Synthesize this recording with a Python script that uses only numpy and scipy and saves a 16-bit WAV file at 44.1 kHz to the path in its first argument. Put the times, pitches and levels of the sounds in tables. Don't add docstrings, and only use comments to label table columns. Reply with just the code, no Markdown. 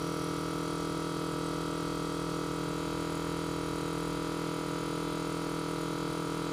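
import sys
import numpy as np
from scipy import signal
from scipy.fft import rfft, irfft
from scipy.io import wavfile
from scipy.ndimage import uniform_filter1d, map_coordinates

SR = 44100
rng = np.random.default_rng(int(sys.argv[2]) if len(sys.argv) > 2 else 0)


def dump(signal):
    limited = np.clip(np.atleast_2d(signal).T, -1, 1)
    pcm = np.round(limited * 32767).astype(np.int16)
    wavfile.write(sys.argv[1], SR, pcm)


def gain_from_db(level_db):
    decades = np.asarray(level_db, float) / 20
    return 10 ** decades


N = 287532
STEP = 2048

# (time [s], speed above base [rpm])
PUMP_SPEED = [
    (0, 5.9),
    (.8, 6.1),
    (1.1, 4.2),
    (2.55, 3.9),
    (3.1, 9.2),
    (3.65, 3.6),
    (4.0, 7.9),
    (5.3, 6.8),
    (6.52, 8.5),
]
BASE_RPM = 2450
# (time [s], way from first to second place [0-1], leaning in [0-1])
CAMERA_PATH = [
    (0, 0, 1),
    (.25, 0, 1),
    (1.1, 0, 0),
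    (2.45, 0, 0),
    (2.8, 1, 0),
    (6.52, 1, 0),
]

# (shaft order [per turn], level [dB])
HOSE_ORDERS = [(3, -54.5), (4, -42), (5, -55), (6, -60), (7, -42), (8, -42), (9, -49.5), (10, -51.5),
               (11, -45), (12, -47), (13, -60.5), (14, -66.5), (15, -51.5)]
# (shaft order [per turn], level at first place [dB], level at second place [dB])
PANEL_ORDERS = [(16, -63, -62), (17, -60, -61), (18, -60, -62), (19, -66, -63), (20, -59, -58),
                (21, -67, -62), (22, -59, -58), (23, -55, -55), (24, -53, -51), (25, -63, -66),
                (26, -60, -59), (27, -80, -68), (28, -54, -55), (29, -50, -51), (30, -60, -59),
                (31, -55, -57), (32, -47, -49), (34, -54, -53), (35, -58, -59), (36, -60, -59),
                (37, -64, -64), (38, -66, -66), (39, -66, -63), (40, -67, -68)]
# (shaft order [per turn], level at first place [dB], level at second place [dB])
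WHINE_ORDERS = [(50, -67, -65), (51, -71, -68), (54, -65, -64), (56, -67, -66), (62, -65, -64),
                (65, -68, -65), (66, -72, -69), (73, -68, -71), (75, -75, -63), (78, -62, -65),
                (80, -69, -73), (81, -64, -71), (82, -68, -68), (85, -66, -64), (94, -69, -73),
                (95, -65, -64), (96, -64, -64), (102, -69, -70), (103, -66, -67), (109, -65, -63),
                (111, -64, -66), (113, -65, -65), (120, -71, -68), (122, -69, -71), (124, -67, -67),
                (137, -68, -80), (141, -73, -83), (168, -78, -70), (170, -83, -74), (198, -74, -74)]
# (frequency [Hz], level [dB])
WEAK_ORDERS = [(1600, -70.5), (3000, -74), (4500, -72), (5500, -76.5), (7000, -79.5), (9000, -86)]
# (frequency [Hz], half width [Hz])
BODY = [(214.5, 13), (268, -6), (364, 6), (455, -91), (507, 74), (547.5, 6), (793, 110), (934, -13.5),
        (967, 14), (981, 7), (1108, 12), (1282, 45), (1291, 7), (1393, 6)]
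BUZZ_DB, WHINE_DB = .22, 1.2
PULSE_LAG, PULSE_SLOPE = .359, .285
LOBES, LOBE_SCATTER = 4, .6

# (place in turn [0-1], level [dB], scatter [dB], ring [Hz], ring width [Hz])
TAPS = [
    (0, -47, 1.2, 9620, 570),
    (.756, -49.5, 3.5, 9700, 630),
    (0.99, -62.5, 6, 9500, 550),
    (1, -59, 6, 10200, 500),
    (.06, -56, 3.5, 8090, 230),
    (.8, -56, 3, 8090, 370),
    (.755, -66, 4, 9500, 300),
    (0, -59.5, 2, 11700, 430),
    (.77, -63, 4, 13600, 400),
]
# (frequency [Hz], width [Hz], level at first place [dB], level at second place [dB])
RINGS = [(3330, 270, -62, -61.5), (3860, 220, -65.5, -64), (4506, 560, -59.5, -61.5), (5140, 52, -73, -70),
         (6300, 74, -66, -67), (7260, 100, -70, -76), (8720, 170, -71.5, -69), (10200, 240, -68, -80),
         (10760, 170, -70, -76), (11730, 360, -75, -73), (12200, 150, -81, -81), (14850, 350, -75, -76)]
# (frequency [Hz], width [Hz], level leaning in [dB], at first place [dB], at second place [dB])
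MOVING_RINGS = [(5690, 460, -51, -59, -62), (6860, 160, -66, -65, -59.5), (8110, 120, -63, -59.5, -64.5),
                (9640, 430, -62.5, -64, -63.5), (13600, 300, -64, -68, -69)]
RING_SWAY_DB, RING_SWAY_HZ = .8, 1.2
# (frequency [Hz], density [dB per Hz])
HISS = [(15, -43), (25, -12), (91, -15.5), (159, -10.5), (232, -13), (312, -8.5), (479, -9.5), (548, -17.5),
        (610, -9.5), (756, -18.5), (1330, -16.5), (1690, -21), (8710, -28), (9690, -29.5), (15300, -39)]
HISS_DB = -47
# (frequency [Hz], width [Hz], depth [0-1])
GAPS = [(228, 32, 0.04), (352, 41, 0.24), (750, 44, 0), (1400, 38, 0.6), (2410, 210, 0.7), (3560, 160, 0.4),
        (5200, 160, 0.46), (5900, 80, 0.3), (7740, 150, 0.6), (8400, 180, 0.6), (9080, 170, .6),
        (11250, 200, 0.3), (12700, 500, 0.4), (14500, 300, .2)]

# (shaft order [per turn], level [dB])
DRONE_ORDERS = [(2, -55), (5, -58.5), (6, -61), (7, -65.5), (8, -70), (10, -72.5)]
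HUNT_HZ, HUNT_DEPTH_HZ, HUNT_PERIOD_S, HUNT_TOP_S = 27.9, .42, 5.0, .9
THIRD_DB, THIRD_FADE_DB_PER_S = -55.5, -1.3
STANDING_HZ, STANDING_WIDTH_HZ, STANDING_DB = 82.4, .45, 8.0
# (shaft order [per turn], level [dB])
FAN_ORDERS = [(5, -66.5), (9, -70), (14, -63), (20, -66.5)]
BELT_RATIO, SLIP_HZ, SLIP_PERIOD_S, SLIP_TOP_S = .48, .11, 1.9, 1.05
FAN_BLADES, BLADE_DB = 10, -54.5
BEAT_DB, BEAT_PERIOD_S, BEAT_TOP_S = 3.5, 1.18, 1.33


def curve(rows):
    s, *columns = np.transpose(rows)
    return [np.interp(np.arange(N) / SR, s, column) for column in columns]


def read(points, hz):
    f, value = np.transpose(points)
    return np.interp(np.log(hz + 1), np.log(f + 1), value)


def evened(x):
    return x / np.sqrt(np.mean(x ** 2) + 1e-20)


def between(first, second, place):
    return np.outer(first, 1 - place) + np.outer(second, place)


def drift(count, hz):
    size = N // STEP + 2
    z = rfft(rng.standard_normal((count, size)), axis=1)
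    f = np.arange(z.shape[1]) * SR / N
    return evened(irfft(z / (1 + (f / hz) ** 2), size, axis=1))


def smooth(row):
    return np.interp(np.arange(N) / STEP, np.arange(len(row)), row)


def swing(period_s, top_s):
    return np.cos(2 * np.pi * (np.arange(N) / SR - top_s) / period_s)


def pant(turns, depth, crest):
    return 1 + depth * np.cos(2 * np.pi * (turns - crest))


def tones(turns, orders, level_db, lag, waver_db, waver_hz):
    swell = gain_from_db(level_db + waver_db * drift(len(orders), waver_hz))
    z = np.zeros((4097, swell.shape[1]), complex)
    z[np.round(orders).astype(int)] = swell * np.exp(2j * np.pi * lag)[:, None]
    waves = irfft(z, axis=0) * 4096 * np.sqrt(2)
    waves = np.vstack([waves, waves[:1]])
    return map_coordinates(waves, [turns % 1 * 8192, np.arange(N) / STEP], order=1)


def bay(x, place, t60, wet_db):
    t = np.arange(4096) / SR
    tails = rng.standard_normal((3, 4096)) * gain_from_db(-60 * t / t60) * (t > .001)
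    tails *= gain_from_db(wet_db) / np.linalg.norm(tails, axis=1, keepdims=True)
    first, second, drifting = signal.fftconvolve(x[None], tails, axes=1)[:, :N]
    sway = .5 * smooth(drift(count=1, hz=.26)[0])
    steady = np.cos(place * np.pi / 2) * first + np.sin(place * np.pi / 2) * second
    return x + np.cos(sway) * steady + np.sin(sway) * drifting


def buzz(turns, place):
    place = np.interp(np.arange(N // STEP + 2) * STEP, np.arange(N), place)
    hoses = [(order, db, db) for order, db in HOSE_ORDERS]
    k, first_db, second_db = np.transpose(hoses + PANEL_ORDERS)
    k = np.round(k)
    body_lag = sum(np.arctan((k * 40.94 - hz) / w) for hz, w in BODY) / (2 * np.pi)
    lag = PULSE_LAG + PULSE_SLOPE * k - body_lag
    low_db = BUZZ_DB + between(first_db, second_db, place)
    low = tones(turns, k, low_db, lag, waver_db=.3, waver_hz=.7)

    k = np.arange(41, 220)
    scatter_db = 10 * np.log10(np.clip(rng.exponential(1, (len(k), 2)), .05, 2.5))
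    level_db = read(WEAK_ORDERS, k * BASE_RPM / 60)[:, None] + scatter_db
    for order, *db in WHINE_ORDERS:
        level_db[round(order) - 41] = WHINE_DB + np.array(db)
    lag = k ** 2 / (2 * LOBES) + LOBE_SCATTER * rng.random(len(k))
    whine = tones(turns, k, between(*level_db.T, place), lag, waver_db=1.1, waver_hz=.8)
    return low + whine


def ring_levels(place, lean):
    lean_db, first_db, second_db = np.transpose(MOVING_RINGS)[2:]
    sway = np.array([smooth(row) for row in drift(len(lean_db), RING_SWAY_HZ)])
    leaning = np.outer(lean_db - first_db, lean)
    return between(first_db, second_db, place) + leaning + RING_SWAY_DB * sway


def tap_colour(hz, moving_db):
    nearest = moving_db[np.argmin([abs(hz - row[0]) for row in MOVING_RINGS])]
    return gain_from_db(nearest - nearest.mean())


def taps(turns, moving_db):
    out = np.zeros(N)
    whole = np.arange(int(turns[-1]) - 1)
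    t = np.arange(1024) / SR
    for angle, db, scatter_db, hz, width in TAPS:
        chance = rng.standard_normal((len(whole), 2))
        angles = np.clip(angle + .002 * chance[:, 0], 0, None)
        at = np.searchsorted(turns, whole + angles)
        clicks = np.zeros(N)
        clicks[at] = gain_from_db(scatter_db * chance[:, 1])
        puff = t * width * np.e * np.pi * np.exp(-np.pi * width * t)
        ring = puff * np.sin(2 * np.pi * hz * t)
        out += gain_from_db(db) * signal.oaconvolve(clicks, ring)[:N] * tap_colour(hz, moving_db)
    return out


def resonate(x, hz, width):
    edges = [hz - width / 2, hz + width / 2]
    return evened(signal.sosfilt(signal.butter(2, edges, "band", fs=SR, output="sos"), x))


def rings(turns, moving_db, place):
    lumps = gain_from_db(.92 * evened(uniform_filter1d(rng.standard_normal(N), 120)))
    flow = rng.standard_normal(N) * lumps * pant(turns, .45, crest=.95)
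    out = np.zeros(N)
    for hz, width, first_db, second_db in RINGS:
        out += gain_from_db(between(first_db, second_db, place)[0]) * resonate(flow, hz, width)
    for (hz, width, *_), db in zip(MOVING_RINGS, moving_db):
        out += gain_from_db(db - 4.5) * resonate(flow, hz, width)
    return out


def hiss(turns, place):
    frames, hz = N // 512 + 5, np.fft.rfftfreq(2048, 1 / SR)
    a, b, patches = rng.standard_normal((frames, 1025, 3)).T
    patches = evened(uniform_filter1d(uniform_filter1d(patches, 16, 0), 6, 1))
    z = (a + 1j * b) * gain_from_db(read(HISS, hz)[:, None] + .67 * patches)
    noise = signal.istft(z, nperseg=2048, noverlap=1536)[1][:N]
    air = gain_from_db(HISS_DB) * evened(noise)
    top = signal.sosfiltfilt(signal.butter(2, 2000, "high", fs=SR, output="sos"), air)
    low = (air - top) * pant(turns, .1, crest=.7)
    top = top * pant(turns, .13, crest=.93)
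    return low + bay(top, place, t60=.12, wet_db=-3) * gain_from_db(-1.8)


def cancel(x):
    for hz, width, depth in GAPS:
        x = x - np.clip(depth, 0, 1) * signal.lfilter(*signal.iirpeak(hz, hz / width, SR), x)
    return x


def distant(hz, table, order, level_db):
    k, table_db = np.transpose(table)
    turns = np.cumsum(hz) / SR
    rest = tones(turns, k, table_db[:, None], rng.random(len(k)), waver_db=2.0, waver_hz=2.7)
    return rest + np.sqrt(2) * gain_from_db(level_db) * np.sin(2 * np.pi * order * turns)


def garage():
    hz = HUNT_HZ + HUNT_DEPTH_HZ * swing(HUNT_PERIOD_S, HUNT_TOP_S)
    standing = np.exp(-((3 * hz - STANDING_HZ) / STANDING_WIDTH_HZ) ** 2)
    third_db = THIRD_DB + THIRD_FADE_DB_PER_S * np.arange(N) / SR + STANDING_DB * standing
    machine = distant(hz, DRONE_ORDERS, order=3, level_db=third_db)
    fan_hz = BELT_RATIO * hz + SLIP_HZ * swing(SLIP_PERIOD_S, SLIP_TOP_S)
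    blade_db = BLADE_DB + BEAT_DB * swing(BEAT_PERIOD_S, BEAT_TOP_S)
    return machine + distant(fan_hz, FAN_ORDERS, order=FAN_BLADES, level_db=blade_db)


def scene():
    turns = np.cumsum(BASE_RPM + curve(PUMP_SPEED)[0]) / 60 / SR
    place, lean = curve(CAMERA_PATH)
    moving_db = ring_levels(place, lean)
    pump = buzz(turns, place)
    knocks = bay(taps(turns, moving_db), place, t60=.12, wet_db=-6)
    flow = bay(rings(turns, moving_db, place), place, t60=.12, wet_db=-2) * gain_from_db(-2)
    noise = cancel(knocks + flow + hiss(turns, place))
    return (pump + noise + garage())[None]


def band_limit(x):
    return signal.sosfilt(signal.butter(12, 15640, fs=SR, output="sos"), x)


def record(dry):
    edge = signal.firwin(1023, 15270, window=("kaiser", 9), fs=SR)
    mix = signal.oaconvolve(dry, edge[None], "same")
    return band_limit(mix)


dry = scene()
out = record(dry)
dump(out)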